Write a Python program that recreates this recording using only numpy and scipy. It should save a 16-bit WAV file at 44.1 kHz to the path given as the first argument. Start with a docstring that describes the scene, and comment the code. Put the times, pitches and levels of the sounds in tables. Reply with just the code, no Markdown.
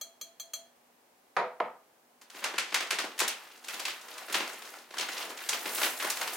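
"""In a small hard room, a stiff plastic bag of dry flakes is pulled open and tipped over a table.
Before it come a few light metal clinks and two knocks on wood, made of decaying tones.
The bag is made of short clicks filtered into bands: loud snaps and fine crackle, plus the hiss of sliding film.
The table and walls echo these sounds; a faint appliance hum and microphone hiss lie under them."""
import sys
import numpy as np
from scipy import signal
from scipy.fft import rfft, irfft
from scipy.io import wavfile
from scipy.ndimage import uniform_filter1d

SR = 44100
rng = np.random.default_rng(int(sys.argv[2]) if len(sys.argv) > 2 else 0)


def boost_factor(decibels):
    """Convert a level in decibels to a linear amplitude factor."""
    exponent = np.asarray(decibels, float) / 20
    return 10 ** exponent


def materialize(psi):
    """Save the field psi as 16-bit PCM at rate SR to the path in sys.argv[1].

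    A 1-D psi becomes a single channel; in a 2-D psi each row is a channel.
    """
    bounded = np.clip(np.atleast_2d(psi).T, -1, 1)
    quanta = np.round(bounded * 32767).astype(np.int16)
    wavfile.write(sys.argv[1], SR, quanta)


N = 280476
T = np.arange(N) / SR  # seconds
BANDS_HZ = 180 * 2 ** np.arange(0, 6.6, .5)  # half-octave steps
OCTAVES = np.log2(BANDS_HZ / 2000)  # how far each band lies above 2 kHz
PLACES = 8  # places on the bag that make clicks

# Creases that snap. Each row: start in seconds, relative level in dB, favoured frequency in Hz,
# brightness in dB per octave.
SNAP_EVENTS = [(2.2143, -38, 5800, 5.5), (2.3002, -32, 1230, 7.5), (2.3464, -31, 1650, -5.5),
               (2.4214, -29, 1590, -8), (2.4412, -11.5, 1700, 6.5), (2.471, -28.5, 1450, -2),
               (2.539, -22, 1340, -4.5), (2.582, -9.5, 2080, 6), (2.622, -43, 1800, 7),
               (2.7229, -20.5, 1770, -3), (2.7436, -7, 1820, 9), (2.8048, -16, 2200, 1),
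               (2.8222, -24, 2900, 1), (2.907, -10.5, 1900, 8.5), (2.927, -20, 1890, -3.5),
               (2.9865, -13.5, 1400, 1.5), (3.04, -20.5, 900, -7.5), (3.179, -26, 1900, 10),
               (3.1907, -13, 1920, 13), (3.2015, -8, 2300, 11), (3.2157, -16, 2600, -3),
               (3.279, -11, 2800, 15), (3.645, -29, 1240, 8), (3.684, -19.5, 1900, 10),
               (3.733, -27, 1320, 3), (3.7955, -21, 1260, 7), (3.8531, -13.5, 2750, 7),
               (3.8802, -20, 1700, 2.5), (4.012, -35, 5500, 14), (4.084, -28.5, 1580, 4.5),
               (4.123, -50, 7100, 21), (4.1794, -25.5, 1370, 10), (4.283, -26.5, 1160, -3),
               (4.299, -22, 1610, -3), (4.3255, -18, 2680, 16.5), (4.343, -10, 2340, 5.5),
               (4.352, -12.5, 2600, -2.5), (4.362, -25, 2900, -4), (4.4027, -15.5, 1890, -2),
               (4.475, -27, 1700, 5), (4.4967, -27.5, 1580, 3), (4.6205, -27, 816, 2),
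               (4.907, -31.5, 3060, -3), (4.9403, -25, 1180, -1.5), (4.9701, -23, 1220, 1),
               (4.983, -16, 3420, 5.5), (4.9949, -17.5, 3000, 0), (5.0083, -17, 3640, 3.5),
               (5.086, -21.5, 1970, 4), (5.3014, -25.5, 947, -6), (5.3748, -26, 1280, 7),
               (5.405, -28.5, 1410, 0.2), (5.4899, -10.5, 5860, 10), (5.53, -15, 2200, 1.5),
               (5.6564, -16.5, 2080, -4.5), (5.7813, -19, 1420, 0), (5.8158, -12.5, 1170, 1.5),
               (5.831, -10.5, 2340, 0.5), (5.845, -14.5, 2900, 1), (5.863, -19.5, 2220, 1),
               (5.9995, -19, 2090, 4), (6.024, -16.5, 1300, 2), (6.0455, -15, 1060, -1.5),
               (6.0667, -20.5, 1280, 1), (6.101, -13.5, 5200, 18.5), (6.17, -20, 1690, 9.5),
               (6.2132, -15, 1490, 7.5), (6.275, -19.5, 1320, 8), (6.334, -25, 2200, 25)]


def bag():
    """Every place on the bag sends its own echoes; all have similar room tails, the crackle's slightly weaker."""
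    snapping = sum(room(row, -23.0) for row in snaps())
    crackling = sum(room(row, -24.5) for row in crackle())
    rubbing = sum(room(row, -23.5) for row in sliding())
    balance_db = [[.15], [-.15]]  # very slightly to the left
    return (snapping + crackling + rubbing) * boost_factor(balance_db)


def snaps():
    """A big crease gives way in a quick run of cracks: the first is held back, then they fade."""
    cracks, run_ms = 4, 2.2
    first_db, fade_db = -4, -18
    start, level_db, hz, bright = np.transpose(SNAP_EVENTS)
    colour_db = favour(hz, 7.1, 0.32) + bright[:, None] * OCTAVES
    step = np.arange(cracks) / cracks
    chance = rng.random((len(start), 2, cracks))
    times = start[:, None] + run_ms / 1000 * step * (.5 + chance[:, 0])
    crack_db = fade_db * step + first_db * (step == 0)
    sign = np.sign(chance[:, 1] - .5)
    sizes = boost_factor(level_db[:, None] + 3.0 + crack_db) * sign
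    # the crease runs along the film, so each crack in a run has its own place
    place = np.arange(times.size) % PLACES
    return clicks(times.ravel(), sizes.ravel(), np.repeat(colour_db, cracks, axis=0), place)


def crackle():
    """Countless small creases and flakes, few large and many small, come in flurries as the hands work."""
    count, first_s = 4000, 2.2
    calm_tilt, shower_tilt = -2.6, 0.11  # brightness in dB per octave
    flurry_samples, flurry_spread_db = 700, 0.5
    steady, shower = working()
    chance = rng.random((count, 4))
    times = first_s + (T[-1] - first_s) * chance[:, 0]
    at = (times * SR).astype(int)
    gain = np.hypot(steady, shower)[at]
    shower_share = (shower[at] / gain) ** 2
    tilt = calm_tilt + (shower_tilt - calm_tilt) * shower_share
    flurry_db = flurry_spread_db * rng.standard_normal(N // flurry_samples + 1)[at // flurry_samples]
    size_db = np.minimum(-5.0 * np.log(1 - chance[:, 1]), 21) + 1.18 + flurry_db
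    sizes = gain * boost_factor(size_db) * np.sign(chance[:, 2] - .5)
    own_hz = 650 * 2 ** (4.1 * chance[:, 3])
    colour_db = favour(own_hz, 20, .5) + tilt[:, None] * OCTAVES
    return clicks(times, sizes, colour_db, np.arange(count) % PLACES)


def sliding():
    """Film sliding under the fingers: a fine grainy hiss at the very top, from several places on the bag."""
    # Each row: time in seconds, hiss level in dB relative to the handling strength.
    share = [(2.25, -4), (2.38, -16), (2.55, -22), (3.0, -15), (3.8, -12.5), (4.7, -11), (5.3, -13.5),
             (5.8, -1), (6.1, -6), (6.36, -7)]
    fingers, grain_samples, grain_spread_db = 4, 64, 7.0
    steady, shower = working()
    noise = rng.standard_normal((fingers, N))
    grain_db = grain_spread_db * rng.standard_normal((fingers, N // grain_samples + 1))
    grains = noise * boost_factor(grain_db).repeat(grain_samples, axis=1)[:, :N]
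    hiss = band(grains, 14000.)
    hiss = hiss / hiss.sum(axis=0).std()
    strength = np.hypot(steady, boost_factor(-2.5) * shower)
    return hiss * strength * boost_factor(np.interp(T, *np.transpose(share)))


def working():
    """Gain of the steady handling, and of the showers of small creases that each snap shakes loose."""
    # How hard the hands work the bag. Each row: time in seconds, relative crackle level in dB.
    handling = [(2.25, -84), (2.38, -45), (2.7, -51), (3.059, -49.5), (3.16, -57.5), (3.34, -52),
                (3.61, -57.5), (3.73, -44.5), (4.01, -51.5), (4.15, -51), (4.4, -47.5), (4.68, -51),
                (4.746, -50.5), (4.868, -63), (5.0, -49), (5.2, -40.5), (5.33, -52), (5.45, -44),
                (5.62, -46.5), (5.85, -39.5), (5.95, -46.5), (6.1, -44.5), (6.36, -44.5)]
    shower_db, shower_t60 = -23, 0.15  # level against the snap; seconds to fade by 60 dB
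    hold = 64  # the shower gain is worked out once in this many samples
    times, effort_db = np.transpose(handling)
    events = np.array(SNAP_EVENTS)
    since = T[::hold] - events[:, :1]
    fading_db = events[:, 1:2] + shower_db - 60 * np.abs(since) / shower_t60
    power = np.sum(boost_factor(2 * fading_db) * (since > 0), axis=0)
    shower = np.sqrt(power).repeat(hold)[:N]
    steady = boost_factor(np.interp(T, times, effort_db, left=-120))
    return steady, shower


def favour(hz, db, octaves):
    """The size of a crease lifts the bands around one frequency."""
    return db * np.exp(-(np.log2(BANDS_HZ / hz[:, None]) / octaves) ** 2)


def clicks(times, sizes, colour_db, place):
    """Each click kicks the film's bands with its own colour; one row of sound for each place on the bag."""
    # How strongly the film sounds. Each row: frequency in Hz, relative level in dB per band.
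    film = [(180, -46), (350, -7), (700, 0.5), (1500, 5.5), (3000, 3.5), (6000, -7.5), (10000, -22.5),
            (16000, -34)]
    weight = boost_factor(colour_db + on_log(film, BANDS_HZ)) / np.sqrt(BANDS_HZ)
    # colour must not change the click's overall strength
    strength = np.sqrt(weight ** 2 @ BANDS_HZ / SR)
    weight = weight * (sizes / strength)[:, None]
    at = np.clip((times * SR).astype(int), 0, N - 1) + N * place
    out = 0
    for w, hz in zip(weight.T, BANDS_HZ):
        kicks = np.bincount(at, w, N * PLACES).reshape(PLACES, N)
        out = out + band(kicks, hz)
    return out


def clinks():
    """A small metal piece tapped lightly on one spot: its modes, a short scratchy tick and a fading rattle."""
    # Each row: start in seconds, relative level in dB.
    taps = [(0.012, -22), (0.2123, -23.5), (0.3979, -23.5), (0.535, -19)]
    # Ringing tones of the metal. Each row: frequency in Hz, relative level in dB, time to fade by 60 dB in seconds.
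    metal = [(625, -12, 0.04), (672, -16, 0.2), (1230, -15, 0.036), (1730, -17, 0.05), (2308, -20, 0.13),
             (3294, -5, 0.085), (4085, -11, 0.07), (4121, -5, 0.06), (4333, -9, 0.09), (4490, -16, 0.07),
             (6040, -16, 0.14), (6235, 0, 0.055), (6384, -18, 0.05), (6798, -4, 0.07), (6855, -14, 0.08),
             (7340, -8, 0.09), (8450, -16, 0.1), (9270, -16, 0.12), (9540, -14, 0.11), (11640, -21, 0.12),
             (12175, -15.5, 0.1), (13700, -17, 0.1), (15080, -15, 0.05)]
    t = T[:SR // 2]
    out = np.zeros(N)
    for start, db in taps:
        scratch = boost_factor(-9) * np.exp(-t / 0.001)
        rattle = boost_factor(-30) * np.exp(-t / 0.04)
        tick = (scratch + rattle) * rng.standard_normal(len(t))
        out[int(start * SR):][:len(t)] += boost_factor(db - 6.5) * (ring(metal, 0, 0.21) + tick)
    return room(out, -31)


def knocks():
    """Something hollow set down on wood: each blow sets off short decaying tones."""
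    # Each row: start in seconds, relative level in dB, brightness in dB per octave,
    # contact time in ms, room tail in dB.
    blows = [(1.3659, -17.5, 3, 0.039, -21), (1.6016, -19.5, 2, 0.21, -28)]
    # Tones of the wood. Each row: frequency in Hz, relative level in dB,
    # time to fade by 60 dB in seconds (ring() uses at least 0.0015).
    wood = [(205, -1, 0.019), (389, -2.5, 0.027), (500.2, -5.5, 0.16), (573, -6, 0.066), (650, -5, 0.1),
            (700, -2, 0.074), (804, 7.5, 0.013), (887, -14.5, 0.24), (940, -7, 0.099), (1043, 0, 0.031),
            (1240, 3.5, 0.017), (2080, 5, 0.0035), (3100, -9, 0.0057), (3830, -2, 0.0013),
            (6740, -42, 0.035), (9900, -30.5, 0.0064)]
    return sum(blow(start, boost_factor(db) * ring(wood, bright_db, contact_ms), wet_db)
               for start, db, bright_db, contact_ms, wet_db in blows)


def blow(start, sound, wet_db):
    """A sound starting at a given second, heard in the room with slightly weaker first echoes."""
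    out = np.zeros(N)
    i = int(start * SR)
    out[i:i + len(sound)] = sound
    return room(out, wet_db, -2.0)


def ring(modes, bright_db, contact_ms):
    """One blow: decaying modes, tilted around 1 kHz and eased in by the contact; peak 1."""
    t = T[:SR // 2]
    y = 0
    for k, (hz, db, t60) in enumerate(modes):
        level_db = db + bright_db * np.log2(hz / 1000) - 60 * t / max(t60, .0015)
        y = y + (-1) ** k * boost_factor(level_db) * np.sin(2 * np.pi * hz * t)
    y = y * (1 - np.exp(-1000 * t / max(contact_ms, .02)))
    return y / np.abs(y).max()


def room(x, wet_db, echo_db=0):
    """Direct sound, first echoes, then a diffuse tail that dies band by band."""
    # Echoes off the table and near walls. Each row: delay in ms, relative level in dB.
    echoes = [(3.0, 1), (4.2, -4), (7.5, -19)]
    # Each row: frequency in Hz, time for the tail to fade by 60 dB in seconds (at least 0.05 is used).
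    fading = [(150, 0.37), (500, 0.37), (2000, 0.33), (7000, 0.2), (15000, 0.024)]
    tilt_db = -1.5  # the tail is duller: dB per octave above 2 kHz
    smear_ms = 0.07  # an uneven surface smears each echo
    t = T[:SR // 2]
    noise = pair(len(t), 2000, -2.4)
    tail = 0
    for hz, up in zip(BANDS_HZ, OCTAVES):
        level_db = tilt_db * max(up, 0) - 60 * t / max(on_log(fading, hz), .05)
        tail = tail + band(noise, hz) * boost_factor(level_db)
    response = boost_factor(wet_db) * tail * (1 - np.exp(-(t / 0.0014) ** 2))  # the tail swells in
    response[:, 0] += 1
    for ms, db in echoes:
        late_ms = ms * rng.uniform(.9, 1.1)  # each place has slightly different paths
        smear = pair(64, 5100, -4.5) * np.exp(-1000 * t[:64] / smear_ms)
        smear = smear / np.sqrt(np.mean(np.sum(smear ** 2, axis=1)))
        response[:, int(late_ms * SR / 1000):][:, :64] += boost_factor(db + echo_db) * smear
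    return signal.fftconvolve(np.atleast_2d(x), response, axes=1)[:, :N]


def pair(n, apart_hz, apart_db):
    """Diffuse noise at two close microphones: alike in the bass, more apart in the treble."""
    mid, side = rng.standard_normal((2, n))
    side = boost_factor(apart_db) * signal.lfilter(*signal.butter(1, apart_hz, "high", fs=SR), side)
    return np.array([mid + side, mid - side])


def band(x, hz):
    """Broad resonance with steep skirts: the same filter twice."""
    b, a = signal.iirpeak(hz, 1.0, SR)
    return signal.lfilter(b, a, signal.lfilter(b, a, x))


def on_log(table, hz):
    """Read a table of frequencies and values on a log-frequency axis."""
    f, v = np.transpose(table)
    return np.interp(np.log(hz), np.log(f), v)


def air():
    """Room tone and microphone hiss as shaped noise, with appliance hum as two slightly wavering tones."""
    # Colour of the noise. 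Each row: frequency in Hz, relative level in dB per Hz.
    colour = [(18, -57), (30, -23), (81, -19), (140, -13), (215, -6.5), (569, -2), (632, -6), (721, -0.5),
              (1350, -9.5), (1540, -9.5), (3770, -17), (10200, -19), (16000, -19.5)]
    # Each row: frequency in Hz, middle level in dB.
    hum = [(242.2, -81), (624.5, -89)]
    noise_db, waver_db = -64.5, 4.5
    noise = pair(N, 590, -0.67)
    hz = np.maximum(np.fft.rfftfreq(N, 1 / SR), 1)
    out = irfft(rfft(noise) * boost_factor(on_log(colour, hz)), N)
    out = out * boost_factor(noise_db) / out.std()
    for f, db in hum:
        # noise averaged twice drifts slowly
        waver = uniform_filter1d(uniform_filter1d(rng.standard_normal(N), SR // 16), SR // 16)
        level_db = db + waver_db * waver / waver.std()
        out = out + np.sqrt(2) * boost_factor(level_db) * np.sin(2 * np.pi * f * T)
    return out


def scene():
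    """Small things radiate little bass; the room tone lies under them."""
    near = bag() + clinks() + knocks()
    bass_cut = signal.butter(3, 250, "high", fs=SR, output="sos")
    return signal.sosfilt(bass_cut, near) + air()


def low_pass(x):
    """Removes everything above the highest recorded frequency."""
    return signal.sosfilt(signal.butter(12, 16820, fs=SR, output="sos"), x)


def record(dry):
    """A steep filter cuts the top above 15.9 kHz."""
    top_cut = signal.ellip(10, .2, 35, 15900, fs=SR, output="sos")
    mix = signal.sosfilt(top_cut, dry)
    return low_pass(mix)


dry = scene()
out = record(dry)
materialize(out)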